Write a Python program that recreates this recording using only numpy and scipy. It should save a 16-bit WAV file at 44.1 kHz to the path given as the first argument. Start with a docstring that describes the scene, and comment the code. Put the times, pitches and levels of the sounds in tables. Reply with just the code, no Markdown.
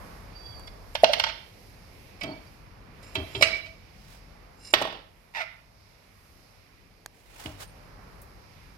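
"""Fitting a brake caliper by hand

Modal impact: a dropped screwdriver bounces, the caliper clinks on the steel disc, bumps the wheel bracket
and is set on the floor; each blow sums decaying sines and noise bursts. Friction: a blade and a pad edge
sing as wavering tones, rubbed parts filter uneven noise, a shoe squeaks as coloured stick-slip pulses.
Sleeves rustle as shaped noise and wheel and stand shudder in low bands. Walls answer with decaying noise
over the rumble and hiss of a bare workshop, heard at the two microphone ports of a phone."""
import sys
import numpy as np
from scipy import signal
from scipy.fft import rfft, irfft, next_fast_len
from scipy.io import wavfile
from scipy.ndimage import uniform_filter1d

SR = 44100
rng = np.random.default_rng(int(sys.argv[2]) if len(sys.argv) > 2 else 0)


def persist_wave(psi):
    """Save psi, clipped to +-1, as 16-bit WAV."""
    counts = np.round(np.clip(psi, -1, 1) * 32767).astype(np.int16)
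    wavfile.write(sys.argv[1], SR, np.atleast_2d(counts).T)


N = 387153
T = np.arange(N) / SR
M = next_fast_len(N)  # transform length
HZ = np.arange(M // 2 + 1) * SR / M + 1e-3  # just above 0, for the logarithms

# Levels in all tables hold ahead of the microphone ports; modes are nominal and vary from blow to blow.
# Blows: (time [s], ring peak [dB], hollow knock peak [dB], tick peak [dB], contact [s])
# dropped screwdriver, columns as blows
SCREWDRIVER_BOUNCES = [(0.9504, -10.5, -22.5, -33, 0.0064), (1.0339, -16.5, 2, -24, 0.0044),
                       (1.042, -1, -24.5, -42.5, 0.0009), (1.092, -28.5, -18.5, -56.5, 0.012),
                       (1.1314, -7.5, -27.5, -24, 0.0057), (1.1959, -7.5, -31, -29, 0.0054),
                       (1.2364, -9, -36, -35, 0.0052), (1.2624, -18.5, -38, -47.5, 0.016),
                       (1.2825, -20.5, -38.5, -49, 0.031)]
# caliper against disc, columns as blows
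DISC_CLINKS = [(2.208, -23.5, -43.5, -40, 0.012), (3.0274, -44, -51, -48, 0.005),
               (3.4095, -14, -18.5, -34.5, 0.0034), (3.422, 1, -14.5, -14.5, 0.005),
               (3.655, -33.5, -48, -54.5, 0.018)]
# knocks of the caliper, columns as blows
CALIPER_KNOCKS = [(0.5944, -54.5, -44, -43.5, 0.0026), (4.7365, -1, -8.5, -41, 0.0024),
                  (4.7391, -7, -38, -14, 0.00045), (4.815, -29.5, -16.5, -33, 0.0019),
                  (4.8219, -19, -14.5, -24.5, 0.00063), (4.8507, -23, -20, -38, 0.0024),
                  (4.8728, -32, -26, -46, 0.002), (4.9237, -38, -33, -49, 0.0051),
                  (7.4583, -23.5, -48, -40, 0.0015)]
# caliper body bumping the wheel bracket, columns as blows
BRACKET_CLUNKS = [(2.2338, -26, -52, -31, 0.0039), (3.152, -15, -24.5, -32, 0.0044),
                  (3.3465, -21, -31.5, -58.5, 0.0074)]
# the blade slipping off the pad, columns as blows
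BLADE_SLIP_OFF = [(0.671, -31.5, -59, -48, 0.022)]

# Modes: (frequency [Hz], level [dB], t60 [s])
# bouncing screwdriver, columns as modes
SCREWDRIVER_MODES = [(600, -3, .03), (660, -2, .03), (900, -5, .03), (1500, -6, .02), (2200, -4, .02),
                     (2860, -3, .02), (3170, 0, .02), (3560, -3, .02), (4200, -1, .02), (4670, -4, .02),
                     (5200, -6, .015), (5570, -9, .02)]
# steel disc, columns as modes
DISC_MODES = [(600, 0, .025), (655, -22, .4), (1980, -12, .1), (2265, 4, .045), (2250, -31, .4),
              (2300, -28, .6), (2500, -13, .1), (2850, -13, .1), (3070, -10, .07), (3940, -6, .05),
              (4470, -12, .08), (5110, -5, .045), (6130, -25, .12), (7290, -31, .12), (7860, -33, .15),
              (10770, -31, .18)]
# caliper body, columns as modes
CALIPER_MODES = [(648.3, -3.5, 0.038), (805, 4.5, 0.015), (1076, 3, 0.017), (1619, -1.5, 0.017),
                 (2475, 0.5, 0.011), (2918, 1.5, 0.026), (3366, -4.5, 0.016), (3975, -9.5, 0.0086),
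                 (4700, -11, 0.013)]
# wheel bracket, columns as modes
BRACKET_MODES = [(388, -5, 0.22), (633, -3, .1), (922, -4, 0.092), (1180, -1, 0.049), (2310, -5, .06),
                 (2637, -1, .05), (2990, -3, 0.05), (3195, -1.5, 0.11), (3455, -2.5, .04),
                 (3930, -3.5, 0.066), (4905, -9, .025)]
# blade as it slips free, columns as modes
FREE_BLADE_MODES = [(600, 0, .03), (2130, 0, .03), (3400, -3, .025), (4500, -1, .025), (5200, -1, .025)]
# brake pads, columns as modes
PAD_MODES = [(2320, -15.5, 0.027), (2800, -11, 0.02), (4130, -15.5, 0.018), (5130, -7.5, 0.009),
             (7250, -1.5, 0.07), (8790, -10, 0.04), (10770, -17.5, 0.012)]
# spring clip, columns as modes
CLIP_MODES = [(8950, 0, 0.09), (9740, -12, .08)]

# Impact noise: (crack weight against the ring modes [dB], crack t60 [s], thud re knock [dB])
# screwdriver, columns as impact noise
SCREWDRIVER_IMPACT = (3.1, 0.05, -31.5)
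# disc, columns as impact noise
DISC_IMPACT = (5.4, 0.061, -17.5)
# caliper, columns as impact noise
CALIPER_IMPACT = (5.6, 0.051, -15)
# bracket, columns as impact noise
BRACKET_IMPACT = (4.8, .1, -9)
# free blade, columns as impact noise
BLADE_IMPACT = (3, 0.032, -32)

# Strokes: (start [s], attack [s], hold [s], release [s], level at the end of the attack [dB])
# blade scraping the pad, columns as strokes
BLADE_STROKES = [(.335, .03, .27, 0.13, -45)]
# a lower tone of the same blade, columns as strokes
LOW_BLADE_STROKES = [(.39, .05, .11, .06, -56.5)]
# pad edge squealing on the disc, columns as strokes
EDGE_STROKES = [(2.265, 0.017, 0.039, 0.033, -50)]
# the main ring of the disc swelling again, columns as strokes
DISC_SWELL_STROKES = [(2.22, .02, 0.12, 0.12, -48), (3.515, .018, 0.025, 0.036, -30.5)]
# disc chattering on after a blow, columns as strokes
DISC_CHATTER_STROKES = [(3.425, 0.0075, 0.14, 0.044, -36.5)]
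# caliper chattering on after a blow, columns as strokes
CALIPER_CHATTER_STROKES = [(4.74, 0.0047, 0.2, 0.14, -33)]
# screwdriver chattering on after a blow, columns as strokes
TOOL_CHATTER_STROKES = [(1.045, .015, 0.227, 0.11, -37)]
# pads rubbing, columns as strokes
PAD_STROKES = [(3.025, 0.0057, 0.088, 0.11, -56.5), (3.29, 0.063, 0.042, .07, -49),
               (4.57, 0.086, 0.061, .01, -45.5)]
# spring clip rubbing, columns as strokes
CLIP_STROKES = [(7.63, 0.03, 0.048, 0.012, -61.5)]
# shoe squeaking, columns as strokes
SHOE_STROKES = [(5.336, 0.0033, 0.0054, 0.0033, -48.5), (5.345, 0.0044, 0.07, 0.045, -32)]
# sleeves rustling, columns as strokes
SLEEVE_STROKES = [(3.85, .27, 0.03, 0.091, -53.5), (7.1, 0.049, 0.059, 0.033, -63),
                  (7.2, 0.21, 0.048, 0.18, -45), (7.575, 0.034, 0.023, 0.032, -41)]
# wheel and stand: (start [s], attack [s], hold [s], release [s], wheel level [dB], stand level [dB])
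SHUDDER_STROKES = [(2.218, 0.015, 0.098, 0.13, -35.5, -47.5), (3.139, 0.039, 0.044, 0.091, -36.5, -36),
                   (3.331, .04, 0.061, 0.12, -40.5, -37), (4.76, 0.064, 0.124, 0.082, -43.5, -75),
                   (7.452, 0.0067, 0.0044, 0.12, -38, -39)]

# tone of the blade: (frequency [Hz], level [dB])
BLADE_TONE = [(4700, 0)]
# lower tone of the blade: (frequency [Hz], level [dB])
LOW_BLADE_TONE = [(3370, 0)]
# tone of the pad edge: (frequency [Hz], level [dB])
EDGE_TONE = [(4470, 0)]
# main ring of the disc: (frequency [Hz], level [dB])
DISC_MAIN_TONE = [(2285, 0)]

# dry clicks and brief narrow pings: (time [s], peak [dB], centre [Hz], width [Hz], t60 [s])
CLICKS_AND_PINGS = [(2.232, -31, 4950, 500, .05), (2.467, -52, 4720, 120, 0.045),
                    (7.0602, -30, 1530, 1980, 0.0093), (7.061, -23.5, 4280, 8520, 0.0065),
                    (8.217, -40, 12400, 8100, 0.073)]
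# resonances of the rubber sole: (centre [Hz], width [Hz], level [dB])
SOLE_BANDS = [(817, 480, -6.5), (1370, 280, -8.5), (2150, 582, -0.5), (3560, 670, -10.5),
              (4720, 850, -14.5), (9900, 4600, -27)]
# spectrum of rubbed cloth: (frequency [Hz], relative density [dB per Hz])
CLOTH_SPECTRUM = [(240, -51), (400, -8.5), (666, -1.5), (839, -3), (1200, -5.5), (1460, -5), (2880, -7),
                  (10900, -15.5), (16000, -19.5)]
# walls: (frequency [Hz], gain [dB], decay setting, nominal as the fade is quickened [s])
WALL_DECAY = [(100, -19.5, 0.32), (500, -15, 0.49), (1950, -10, 0.35), (4100, -13, 0.46), (5500, -8.5, 0.6),
              (6500, -19.5, 0.3), (14410, -16.5, 0.3)]
# background level as the phone's gain control moves it, with some rubbing near 3.3 s:
# (time [s], rumble level [dB], whirr level [dB])
SHOP_LEVELS = [(0, -47, -55), (.35, -48, -57), (.9, -49, -59), (1.5, -52.5, -59.5), (2.1, -51, -57),
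               (2.899, -50.5, -62.5), (3.3, -49, -50.5), (3.8, -53, -59.5), (4.499, -53, -61.5),
               (5.1, -59, -64), (5.7, -60, -67), (5.9, -59, -61.5), (6.6, -58.5, -62.5), (7.2, -59, -64.5),
               (7.7, -49.5, -58.5), (8.78, -53, -62.5)]
# spectrum of the shop: (frequency [Hz], relative density [dB per Hz])
SHOP_SPECTRUM = [(21, -27), (30, -11.5), (40, -3.5), (103, -8.5), (293, -16.5), (465, -15), (1110, -17.5),
                 (1600, -21.5), (2300, -18), (3300, -27.5), (5200, -23), (6500, -35.5), (7960, -45),
                 (12900, -38), (16300, -52)]
# hum in the rumble: (centre [Hz], width [Hz], level re rumble [dB])
HUM_BANDS = [(44.3, 2.7, -9.5), (99, 7.9, -10.5), (172, 8, -18), (277, 5.9, -20.5)]
# correlation of the shop between the ports: (frequency [Hz], correlation [0-1])
PORT_LIKENESS = [(60, 0.6), (290, 0.95), (640, 0), (1400, 0.1)]
# shading by the phone's body: (frequency [Hz], left minus right [dB])
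PORT_SHADE = [(60, 2), (250, 2.5), (600, -3.5), (1200, -4), (2400, -11.5), (4400, -12.5), (8000, 5.5),
              (14000, -5)]

# level lost during the hold of a stroke [dB per s]; the squeak grows
BLADE_SAG, EDGE_SAG, CHATTER_SAG, PAD_SAG, CLIP_SAG = 35, 44, 55, 48, 69
SQUEAK_SAG, RUSTLE_SAG, SHUDDER_SAG = -44, 4.3, 47
SILENT_DB = 25  # depth from which a stroke swells and to which it dies
CHATTER_DAMP = 5  # factor by which touching parts widen the modes
SLIP_HZ, SLIP_END_HZ, SLOWS_S, SLOWED_S = 910, 639, 5.375, 5.425  # the sole slows as the foot settles
SHUDDER_LAG_S = 0.0002  # the floor carries the shudder to the right port later
MURMUR_DB, HISS_DB = -4, -8.5  # re rumble and re whirr
LEFT_LEAD_S, ROUND_BODY_HZ = .0005, 1390  # limit of the treble lag, and where a half of it is reached
# random phase makes the treble differ between the ports: spread, full from here up
SCATTER_RAD, SCATTER_HZ = 7.7, 6963
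TOP_HZ = 16100


def undb(db):
    """Amplitude ratio of a level in dB."""
    return 10 ** (np.asarray(db) / 20)


def unit(x):
    """Normalization to unit rms."""
    return x / np.sqrt(np.mean(x ** 2))


def over_hz(table, hz, column=1):
    """Interpolation of a table on a logarithmic frequency axis."""
    table = np.array(table, float)
    return np.interp(np.log(hz), np.log(table[:, 0]), table[:, column])


def gain(strokes, sag):
    """Stroke envelopes: straight in dB up the attack, along the sagging hold and down the release."""
    out = 0
    for start, attack, hold, release, db in strokes:
        end_db = db - sag * hold
        corners = start + np.cumsum(np.abs([0, attack, hold, release]))
        levels = [db - SILENT_DB, db, end_db, end_db - SILENT_DB]
        out = out + undb(np.interp(T, corners, levels, left=-150, right=-150))
    return out


def band(x, lo_hz, hi_hz):
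    """Band-pass filtering."""
    sos = signal.butter(2, [lo_hz, min(hi_hz, SR / 2.2)], "band", fs=SR, output="sos")
    return signal.sosfilt(sos, x)


def shape(x, response):
    """Filtering by a frequency response."""
    return irfft(rfft(x, M) * response, M)[..., :N]


def fade(t, t60):
    """Exponential decay, 60 dB down at t60."""
    return np.exp(-np.log(1000) * t / t60)


def walk(rate):
    """Random modulation: values held 1 / rate s, smoothed twice; spread near 1."""
    k = int(SR / rate)
    held = np.repeat(rng.standard_normal(N // k + 1), k)
    return 1.8 * uniform_filter1d(uniform_filter1d(held, k), k)[:N]


def add(out, s, x, db):
    """Superposition of x at time s with the given peak."""
    i = int(s * SR)
    out[i:i + len(x)] += (x * undb(db) / np.abs(x).max())[:N - i]


def blows(rows, modes, crack_db, crack_t60, thud_db, ring_from_hz=1300):
    """Modal impact: contact swells, the modes ring afresh, and noise gives a crack, a thud and a tick."""
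    out, t = np.zeros(N), T[:SR // 2]
    hz, db, t60 = np.transpose(modes)[:, :, None]
    high = hz[:, 0] > ring_from_hz
    for s, ring_db, knock_db, tick_db, contact in rows:
        swell = np.sin(np.pi / 2 * np.clip(t / max(contact, 1e-4), 0, 1)) ** 2
        level_chance, pitch_chance = rng.standard_normal((2, len(modes), 1))
        noise = rng.standard_normal(len(t))
        tones = np.sin(2 * np.pi * hz * (1 + 0.0055 * pitch_chance) * t)
        lines = undb(db + 2.2 * level_chance) * fade(t, t60) * tones * swell
        # each ring soon flutters at random
        held = np.repeat(rng.standard_normal((len(modes), len(t) // 350 + 1)), 350, axis=1)[:, :len(t)]
        lines = lines * undb(5.5 * np.clip(t / .04, 0, 1) * uniform_filter1d(held, size=300, axis=1))
        crack = band(band(band(noise, 1200, 4500), 700, 5500), 550, 5500)
        crack = undb(crack_db) * crack * swell * fade(t, crack_t60)
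        thud = band(noise, 150, 500) * swell * fade(t, .06)
        tick = band(noise, 4400, 13000) * swell * fade(t, 0.012)
        add(out, s, lines[high].sum(axis=0) + crack, ring_db)
        add(out, s, lines[~high].sum(axis=0), knock_db)
        add(out, s, thud, knock_db + thud_db)
        add(out, s, tick, tick_db)
    return out


def squeal(strokes, sag, modes, glide, waver=0.0054):
    """Locked stick-slip: each mode sings alone, wavering and sinking by the share glide over a second."""
    since = np.clip(T - strokes[0][0], 0, 1)
    tones = 0
    for hz, db in modes:
        level = undb(db + 3.0 * walk(70))
        pitch = hz * (1 - glide * since + waver * walk(400))
        tones = tones + level * np.sin(2 * np.pi * np.cumsum(pitch) / SR)
    return gain(strokes, sag) * unit(tones)


def rub(strokes, sag, modes, damp=1):
    """Dry friction: dense uneven micro-slips feed the resonances of the rubbed part."""
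    slips = rng.standard_normal(N) * undb(1.4 * walk(200))
    hz, db, t60 = np.transpose(modes)[:, :, None]
    width = damp * np.log(1000) / (2 * np.pi * t60)
    body = np.sum(undb(db) * width / (width + 1j * (HZ - hz)), axis=0)
    body = body / (1 + (HZ / hz.max() / 1.1) ** 8)  # little above the top mode
    return gain(strokes, sag) * unit(shape(slips, body))


def squeak():
    """Stick-slip of rubber: pulses at a falling rate, every third one harder, coloured by the sole."""
    rate = np.interp(T, [SLOWS_S, SLOWED_S], [SLIP_HZ, SLIP_END_HZ])
    slips = np.floor(np.cumsum(rate * (1 + 0.045 * walk(500))) / SR)
    strength = undb(2 * walk(700) + 4.0 * (slips % 3 == 0))
    pulses = np.diff(slips, prepend=0) * strength + .09 * rng.standard_normal(N)
    sole = sum(undb(db) * unit(band(pulses, hz - w / 2, hz + w / 2)) for hz, w, db in SOLE_BANDS)
    return gain(SHOE_STROKES, SQUEAK_SAG) * unit(sole)


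def ticks():
    """Short noise bursts: small dry clicks and brief narrow pings."""
    out, t = np.zeros(N), T[:SR // 10]
    for s, db, hz, width_hz, t60 in CLICKS_AND_PINGS:
        noise = rng.standard_normal(len(t))
        click = band(noise, max(hz - width_hz / 2, 100), hz + width_hz / 2) * fade(t, t60)
        add(out, s, click, db)
    return out


def shudder():
    """Loose low vibration in noise bands: the wheel hums and the stand booms deeper."""
    noise, rows = rng.standard_normal(N), np.array(SHUDDER_STROKES)
    wheel = band(noise, 97, 400) + 1.4 * band(noise, 260, 305)
    wheel = wheel + 1.0 * band(noise, 590, 670) + 0.29 * band(noise, 360, 960)
    stand = band(noise, 70, 130)
    wheel_gain = gain(rows[:, :5], SHUDDER_SAG)
    stand_gain = gain(np.delete(rows, 4, axis=1), SHUDDER_SAG)
    return wheel_gain * unit(wheel) + stand_gain * unit(stand)


def rustle():
    """Cloth friction: shaped hiss with a grainy level, independent noise at each port."""
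    hiss = irfft(rfft(rng.standard_normal((2, M))) * undb(over_hz(CLOTH_SPECTRUM, HZ)), M)[:, :N]
    return gain(SLEEVE_STROKES, RUSTLE_SAG) * unit(hiss) * undb(1.2 * walk(200))


def walls(x):
    """Reverberation: decaying noise in octave bands, its fade quickened as by the phone's level control."""
    t, tails = T[:int(.7 * SR)], 0
    for hz in 110 * 2. ** np.arange(8):
        # a different tail for each port
        noise = band(rng.standard_normal((2, len(t))), hz / np.sqrt(2), hz * np.sqrt(2))
        t60 = over_hz(WALL_DECAY, hz, column=2)
        tails = tails + noise * fade(t * (.5 + 1.0 * t), t60) / np.sqrt(t60 * SR / 14)
    tails = tails * np.clip(t / 0.0056, 0, 1)  # the first echoes take a few ms
    return shape(x, rfft(tails, M) * undb(over_hz(WALL_DECAY, HZ)))


def shop():
    """Diffuse background: octave bands flicker independently, noise more alike at the ports in the bass."""
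    like = np.clip(over_hz(PORT_LIKENESS, HZ), 0, 1)
    spectra = rfft(rng.standard_normal((2, M))) * undb(over_hz(SHOP_SPECTRUM, HZ))
    mid, side = spectra * np.sqrt([1 + like, 1 - like])
    pair = np.array([mid + side, mid - side])
    s, bass, treble = np.transpose(SHOP_LEVELS)
    levels = bass, bass + MURMUR_DB, treble, treble + HISS_DB
    layers = [0, 0, 0, 0]  # rumble, murmur, whirr, hiss
    for hz in 20 * 2. ** np.arange(10):
        share = np.cos(np.pi / 2 * np.clip(np.log2(HZ / hz), -1, 1)) ** 2
        flicker = undb(0.6 * walk(9.9) + 1.1 * walk(4.6))
        k = int(hz > 300) + int(hz > 1800) + int(hz > 6000)
        layers[k] = layers[k] + irfft(pair * share, M)[:, :N] * flicker
    hum = 0
    for hz, width_hz, db in HUM_BANDS:
        noise = rng.standard_normal(N)
        hum = hum + undb(db) * unit(band(noise, hz - width_hz / 2, hz + width_hz / 2))
    layers[0] = unit(layers[0]) + hum
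    return sum(unit(x) * undb(np.interp(T, s, db)) for x, db in zip(layers, levels))


def around_phone(x):
    """Diffraction: treble from the left bends round the phone and lags, the bass meets both ports at once."""
    lag = LEFT_LEAD_S * HZ ** 2 / (HZ ** 2 + ROUND_BODY_HZ ** 2)
    scatter = np.interp(HZ, np.linspace(0, SR / 2, num=60), rng.standard_normal(60))
    turn = 2 * np.pi * HZ * lag + SCATTER_RAD * scatter * np.clip(HZ / SCATTER_HZ, 0, 1) ** 4
    return np.array([x, shape(x, np.exp(-1j * turn))])


def scene():
    """Superposition of direct sound, wall reflections and background at the left and right ports."""
    hits = blows(SCREWDRIVER_BOUNCES, SCREWDRIVER_MODES, *SCREWDRIVER_IMPACT, ring_from_hz=800)
    hits += blows(DISC_CLINKS, DISC_MODES, *DISC_IMPACT)
    hits += blows(CALIPER_KNOCKS, CALIPER_MODES, *CALIPER_IMPACT)
    hits += blows(BRACKET_CLUNKS, BRACKET_MODES, *BRACKET_IMPACT)
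    hits += blows(BLADE_SLIP_OFF, FREE_BLADE_MODES, *BLADE_IMPACT)
    hits += squeal(BLADE_STROKES, BLADE_SAG, BLADE_TONE, glide=0.06, waver=0.0075)
    hits += squeal(LOW_BLADE_STROKES, BLADE_SAG, LOW_BLADE_TONE, glide=0.06)
    hits += squeal(EDGE_STROKES, EDGE_SAG, EDGE_TONE, glide=0)
    hits += squeal(DISC_SWELL_STROKES, EDGE_SAG, DISC_MAIN_TONE, glide=0)
    hits += rub(DISC_CHATTER_STROKES, CHATTER_SAG, DISC_MODES, CHATTER_DAMP)
    hits += rub(CALIPER_CHATTER_STROKES, CHATTER_SAG, CALIPER_MODES, CHATTER_DAMP)
    # the tool chatters without its two lowest modes
    hits += rub(TOOL_CHATTER_STROKES, CHATTER_SAG, SCREWDRIVER_MODES[2:], CHATTER_DAMP)
    hits += squeak()
    # pads and clip face both ports alike
    ahead = rub(PAD_STROKES, PAD_SAG, PAD_MODES) + rub(CLIP_STROKES, CLIP_SAG, CLIP_MODES)
    low = shudder()
    lows = np.array([low, np.interp(T - SHUDDER_LAG_S, T, low)])
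    # the clicks stay dry, without wall reflections
    direct = around_phone(hits) + ahead + ticks() + lows
    return direct + walls(hits + low + ahead) + rustle() + shop()


def record(dry):
    """Body shading and saturation: each port is coloured, peaks are rounded and the top is cut."""
    shade = undb(over_hz(PORT_SHADE, HZ))
    both = np.sqrt(2 / (1 + shade ** 2))  # keeps the summed power of the ports
    ports = shape(dry, np.array([shade * both, both]))
    rounded = np.tanh(0.86 * ports) / 0.89
    return signal.sosfilt(signal.ellip(10, .2, 90, TOP_HZ, fs=SR, output="sos"), rounded)


dry = scene()
out = record(dry)
persist_wave(out)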